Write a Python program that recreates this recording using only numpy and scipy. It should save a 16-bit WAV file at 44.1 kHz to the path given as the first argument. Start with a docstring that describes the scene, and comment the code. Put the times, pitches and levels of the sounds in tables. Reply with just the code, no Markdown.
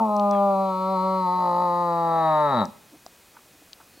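"""An open field: one long moose-like bellow. Vocal-fold pulses ring throat and muzzle in a slowly
sinking tone that turns rough three times, brightens as the mouth opens and drops into a short growl.
A faint echo comes back from the trees. A small bird whistles far away.
A hand-held camera clicks, bumps, rustles and whines over an even hiss."""
import sys
import numpy as np
from scipy import signal
from scipy.fft import rfft, irfft
from scipy.io import wavfile
from scipy.ndimage import uniform_filter1d

SR = 44100
rng = np.random.default_rng(int(sys.argv[2]) if len(sys.argv) > 2 else 0)


def dump_mix(stems):
    """Bounce the given channels to the path in sys.argv[1] as a 16-bit WAV at rate SR."""
    frames = np.atleast_2d(stems).T  # one column per channel
    limited = np.clip(frames, -1, 1)  # hard clip at full scale
    pcm = np.round(limited * 32767).astype(np.int16)
    wavfile.write(sys.argv[1], SR, pcm)


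N = 176400


def undb(db):
    """Decibels to gain."""
    return 10 ** (np.asarray(db) / 20)


def unit(x):
    """Scale to rms 1."""
    return x / np.sqrt(np.mean(x ** 2))


def on_log(points, hz):
    """Interpolate (freq_hz, value) points on a log-frequency axis."""
    freqs, values = np.array(points, float).T
    return np.interp(np.log(hz + 1), np.log(freqs), values)


def curves(table, x):
    """Interpolate the other columns along the first."""
    axis, *columns = np.array(table).T
    return [np.interp(x, axis, column) for column in columns]


def swell(t, peak_s, spread_s):
    """Bell envelope, peak 1."""
    return np.exp(-((t - peak_s) / spread_s) ** 2)


def wander(rate_hz):
    """Smooth random drift, rms 1."""
    hold = max(int(SR / rate_hz), 2)
    steps = np.repeat(rng.standard_normal(N // hold + 1), hold)
    return unit(uniform_filter1d(uniform_filter1d(steps, hold), hold)[:N])


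def band_noise(low_hz, high_hz):
    """Band-passed noise, rms 1."""
    sos = signal.butter(3, [low_hz, high_hz], "band", fs=SR, output="sos")
    return unit(signal.sosfilt(sos, rng.standard_normal(N)))


def below(hz, edge_hz, power=32):
    """Gain of a steep low-pass."""
    return 1 / np.sqrt(1 + (hz / edge_hz) ** power)


def resonance(hz, centre_hz, half_width_hz):
    """Complex gain of a resonance applied twice, 1 at the centre."""
    return 1 / (1 + 1j * (hz - centre_hz) / half_width_hz) ** 2


def tap(age_s, modes):
    """Decaying modes struck at age 0."""
    age_s = np.clip(age_s, 0, .5)
    attack = 1 - np.exp(-age_s / 0.00025)
    return attack * sum(undb(db - 60 * age_s / t60_s) * np.sin(2 * np.pi * hz * age_s)
                        for hz, db, t60_s in modes)


# freq_hz, gain_db
HISS_SPECTRUM = [(25, -15), (86, -4.5), (322, -4.5), (1200, -10.5), (15500, -17.5)]


def hiss(level_db=-54.5, side_db=-20):
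    """Even hiss of field and camera, nearly mono."""
    shape = undb(on_log(HISS_SPECTRUM, np.fft.rfftfreq(N, 1 / SR)))
    mid, side = (unit(irfft(rfft(rng.standard_normal(N)) * shape, N)) for _ in range(2))
    return undb(level_db) * (mid + undb(side_db) * np.array([side, -side]))


def motor_whine(t, pitch_hz=2512, rms_db=-71):
    """Thin steady tone of the camera motor."""
    return np.sqrt(2) * undb(rms_db) * np.sin(2 * np.pi * pitch_hz * t)


# start_s, length_s, from_hz, to_hz, level_db
BIRD_NOTES = [(0.29, 0.12, 3600, 3020, -52), (0.665, 0.055, 3300, 2900, -59),
              (3.905, 0.22, 4330, 4480, -58.5)]


def bird(t):
    """Distant gliding whistles."""
    out = 0
    for start_s, length_s, from_hz, to_hz, db in BIRD_NOTES:
        progress = np.clip((t - start_s) / length_s, 0, 1)
        hz = from_hz + (to_hz - from_hz) * progress
        out += undb(db) * np.sin(np.pi * progress) * np.sin(2 * np.pi * np.cumsum(hz) / SR)
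    return out


# peak_s, spread_s, level_db, centre_hz
GRIP_RUSTLES = [(.355, .03, -53, 1750), (3.37, .03, -55.5, 1100), (3.83, .04, -54.5, 1000)]


def grip_rustles(t, grain_rate_hz=130):
    """The grip rubs the camera: grainy octave-wide noise."""
    out = 0
    for peak_s, spread_s, db, hz in GRIP_RUSTLES:
        grains = np.abs(wander(grain_rate_hz))
        out += undb(db) * swell(t, peak_s, spread_s) * grains * band_noise(hz / 2 ** .5, hz * 2 ** .5)
    return out


# peak_s, spread_s, level_db
HAND_BUMPS = [(2.943, 0.02, -45.5), (3.552, .008, -52), (3.624, 0.0059, -50), (3.977, 0.0049, -49)]


def hand_bumps(t, pitch_hz=301, rub_db=-8.5):
    """The hand bumps the camera: soft thuds with rubbing noise."""
    out = 0
    for peak_s, spread_s, db in HAND_BUMPS:
        thud = np.sin(2 * np.pi * pitch_hz * t + .5 * wander(pitch_hz / 2))
        rub = undb(rub_db) * band_noise(pitch_hz, 800)
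        out += undb(db) * swell(t, peak_s, spread_s) * (thud + rub)
    return out


# freq_hz, gain_db, t60_s
KNOCK_MODES = [(350, -7, 0.015), (726, 8.5, 0.019), (1010, 4, 0.0083)]


def camera_knock(t, start_s=3.0638, gain_db=-38.5):
    """One knock rings the low modes of the camera body."""
    return undb(gain_db) * tap(t - start_s, KNOCK_MODES)


# pitch_ratio, gain_db
SHELL_MODES = [(.84, -2.5), (1, 2.5), (1.14, 1.5), (1.551, -5.5)]
# start_s, gain_db, pitch_hz, left_minus_right_db
SHELL_CLICKS = [(0.1655, -33.5, 5150, 4), (0.1968, -30, 3720, 2.5), (0.311, -31, 5060, -4),
                (2.654, -30, 5060, 3), (3.0636, -33, 4930, 3), (3.7317, -28, 4000, 3.5)]


def shell_clicks(t, t60_s=0.0067):
    """The camera's plastic shell clicks and rings briefly."""
    out = np.zeros((2, N))
    for start_s, db, pitch_hz, pan_db in SHELL_CLICKS:
        modes = [(ratio * pitch_hz, mode_db, t60_s) for ratio, mode_db in SHELL_MODES]
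        pan = undb([[pan_db / 2], [-pan_db / 2]])
        out += undb(db) * pan * tap(t - start_s, modes)
    return out


def tree_echo(call, t, level_db=-16.5, t60_s=0.47, delay_s=0.01):
    """The trees scatter the call back as a weak diffuse tail."""
    decay = undb(-60 * t / t60_s) * (t > delay_s)
    tails = [unit(decay * rng.standard_normal(N)) / np.sqrt(N) for _ in range(2)]
    mid, side = (signal.fftconvolve(call, tail)[:N] for tail in tails)
    return undb(level_db) * (mid + 0.45 * np.array([side, -side]))


# freq_hz, left_minus_right_db, left_lead_rad
MIC_BALANCE = [(150, 0.04, -0.13), (600, 0.5, -.42), (1200, 4, -0.47), (3500, 4.5, -0.88)]


def direct_path(call):
    """The call at the two microphone ports, louder on the left."""
    pan_db, lead_rad = curves(MIC_BALANCE, np.fft.rfftfreq(N, 1 / SR))
    ports = [undb(side * pan_db / 2) * np.exp(.5j * side * lead_rad) for side in (1, -1)]
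    return np.array([irfft(rfft(call) * port, N) for port in ports])


# freq_hz, gain_db
THROAT_RESPONSE = [(40, -64), (110, -22), (170, -19.5), (220, -8.5), (290, -24), (420, -20), (520, -11.5),
                   (600, -6), (700, -17.5), (800, -4.5), (900, 1.5), (980, -16), (1060, -12.5),
                   (1170, -15.5), (1320, -9), (1500, -26.5)]
# centre_hz, half_width_hz, depth_db
REFLECTION_NOTCHES = [(469.8, 12, 21), (549.2, 6.5, 27.5), (742, 8.2, 33.5), (864.7, 54, 9.5)]
# centre_hz, half_width_hz
DELAYED_BANDS = [(830, 128), (1080, 84)]


def throat_and_reflections(source):
    """Throat and muzzle resonances; nearby reflections cut narrow notches into the call."""
    hz = np.fft.rfftfreq(16384, 1 / SR)
    notch_db = sum(db / (1 + ((hz - centre) / width) ** 2) for centre, width, db in REFLECTION_NOTCHES)
    cepstrum = irfft(np.log(undb(on_log(THROAT_RESPONSE, hz) - notch_db)))
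    half = len(cepstrum) // 2
    cepstrum[1:half] *= 2  # fold to minimum phase
    cepstrum[half + 1:] = 0
    # two bands of each pulse arrive late
    lag_rad = 2 * sum(np.arctan((hz - centre) / width) + np.arctan((hz + centre) / width)
                      for centre, width in DELAYED_BANDS)
    impulse = irfft(np.exp(rfft(cepstrum) - 1j * lag_rad))[:half]
    return signal.fftconvolve(source, impulse)[:N]


# time_s, pitch_hz
FOLD_PITCH = [(0.0, 226.9), (0.091, 209.8), (0.25, 203), (0.449, 199.6), (0.558, 193.4), (0.635, 193.2),
              (0.744, 187), (0.925, 190.6), (0.975, 184.8), (1.048, 189.1), (1.193, 187.6), (1.279, 179.8),
              (1.361, 182.7), (1.524, 175.2), (1.619, 178.4), (1.701, 174.2), (1.814, 174.8), (1.9, 170.8),
              (2.2, 163.3), (2.454, 146.9), (2.499, 140.7), (2.571, 117.8), (2.676, 77)]
# start_s, end_s, sway_to_pitch_ratio, depth
ROUGH_STRETCHES = [(-.02, 0.1, 0.5, 0.36), (1.378, 1.66, 0.315, 0.34), (2.034, 2.21, 0.27, 0.12),
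                   (2.492, 2.663, .37, .16)]
JITTER, GROWL_JITTER, QUAVER = 0.0015, 0.01258, 0.001214  # fractions of pitch


def vocal_folds(t, growl_s=2.5, fade_s=0.012, sway_rad=0.094, scatter=.15, shimmer=0.0076):
    """Fold cycles; in rough stretches a second vibration makes every few pulses strong and early."""
    growl = np.clip((t - growl_s) / 0.054, 0, 1)
    jitter = (JITTER + GROWL_JITTER * growl) * wander(150)
    pitch_hz = curves(FOLD_PITCH, t)[0] * (1 + jitter + QUAVER * wander(20))
    phase = 2 * np.pi * np.cumsum(pitch_hz) / SR
    uneven, slip_rad = (scatter * wander(60.3) for _ in range(2))
    sway = 0
    for start_s, end_s, ratio, depth in ROUGH_STRETCHES:
        gate = np.clip(np.minimum(t - start_s, end_s - t) / fade_s + .5, 0, 1)
        sway += depth * gate * (1 + uneven) * np.cos(ratio * phase + slip_rad)
    level_swing = sway + shimmer * wander(200)
    return pitch_hz, phase + sway_rad * sway, level_swing


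def breath(phase, body, buzz, rasp, low_db=-24.5, high_db=-15.5):
    """Turbulent air, one puff per fold cycle."""
    high = buzz * band_noise(990, 3000) + rasp * band_noise(3600, 4700)
    low = body * band_noise(290, 2300)
    return (1 + np.cos(phase)) * (undb(low_db) * low + undb(high_db) * high)


# time_s, body_gain_db, body_edge_hz, buzz_gain_db, rasp_gain_db
CALL_EFFORT = [(0.0, -12.5, 990, -52, -61), (0.08, -19.5, 1170, -48, -44), (0.15, -17, 1205, -47, -37.5),
               (0.45, -15, 1247, -44.5, -44), (0.57, -15.5, 1178, -44, -35.5),
               (0.75, -19.5, 1249, -42, -33), (1.0, -16, 1212, -39.5, -29),
               (1.35, -17.5, 1191, -38.5, -30.5), (2.02, -16, 1216, -36, -33.5),
               (2.25, -14.5, 1224, -27, -24.5), (2.43, -16.5, 1281, -27, -25.5),
               (2.5, -17, 1324, -26, -22.5), (2.61, -20.5, 1398, -27.5, -15), (2.64, -24, 1358, -37, -26),
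               (2.68, -64, 1385, -48, -65.0)]
# time_s, buzz_hz, rasp_hz
MOUTH_RESONANCES = [(.3, 2480, 3990), (1.1, 2110, 4083), (1.5, 1870, 3974), (2.3, 1775, 3830)]
# centre_hz, half_width_hz, gain_db, peak_s, spread_s
REEDY_OVERTONES = [(3030, 87, -40, .95, 0.7), (3590, 77, -34, 0.83, 0.61), (4620, 313, -35.5, 1.4, 1.0)]
BUZZ_BOOST_DB, RASP_BOOST_DB, GRUNT_DB = 8, 3.5, -21


def bellow(t, end_s=2.695, release_s=.04, full_swing_hz=597):
    """Fold pulses and breath ring the throat; two mouth resonances sink and grow; a grunt ends it."""
    pitch_hz, phase, level_swing = vocal_folds(t)
    body_db, edge_hz, buzz_db, rasp_db = curves(CALL_EFFORT, t)
    buzz_hz, rasp_hz = curves(MOUTH_RESONANCES, t)
    body, buzz, rasp = undb([body_db, buzz_db + BUZZ_BOOST_DB, rasp_db + RASP_BOOST_DB])
    grunt = undb(GRUNT_DB) * swell(t, peak_s=2.61, spread_s=0.11)
    reeds = [(centre, width, undb(db) * swell(t, peak_s, spread_s))
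             for centre, width, db, peak_s, spread_s in REEDY_OVERTONES]
    pulses = 0
    for harmonic in range(1, 43):
        hz = harmonic * pitch_hz
        gain = buzz * resonance(hz, buzz_hz, half_width_hz=218) * (1 - below(hz, edge_hz))
        if harmonic <= 14:
            gain += body * below(hz, edge_hz) + grunt * below(hz, edge_hz=280, power=8)
        else:
            gain += rasp * resonance(hz, rasp_hz, half_width_hz=108)
            gain -= sum(level * resonance(hz, centre, width) for centre, width, level in reeds)
        strength = 1 + np.minimum(hz / full_swing_hz, 1) * level_swing
        pulses += strength * (gain * np.exp(1j * harmonic * phase)).real
    source = np.sqrt(2) * pulses + breath(phase, body, buzz, rasp)
    release = np.clip((end_s - t) / release_s, 0, 1)
    return throat_and_reflections(source * release)


def scene():
    """Bellow and echo over camera noises, bird and hiss."""
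    t = np.arange(N) / SR
    call = bellow(t)
    animal = direct_path(call) + tree_echo(call, t)
    handling = shell_clicks(t) + camera_knock(t) + hand_bumps(t) + grip_rustles(t)
    return animal + handling + bird(t) + motor_whine(t) + hiss()


def record(dry):
    """Steep treble cut of the camera."""
    cutoff_hz = 15850
    return signal.sosfilt(signal.ellip(10, .1, 80, cutoff_hz, fs=SR, output="sos"), dry)


dry = scene()
out = record(dry)
dump_mix(out)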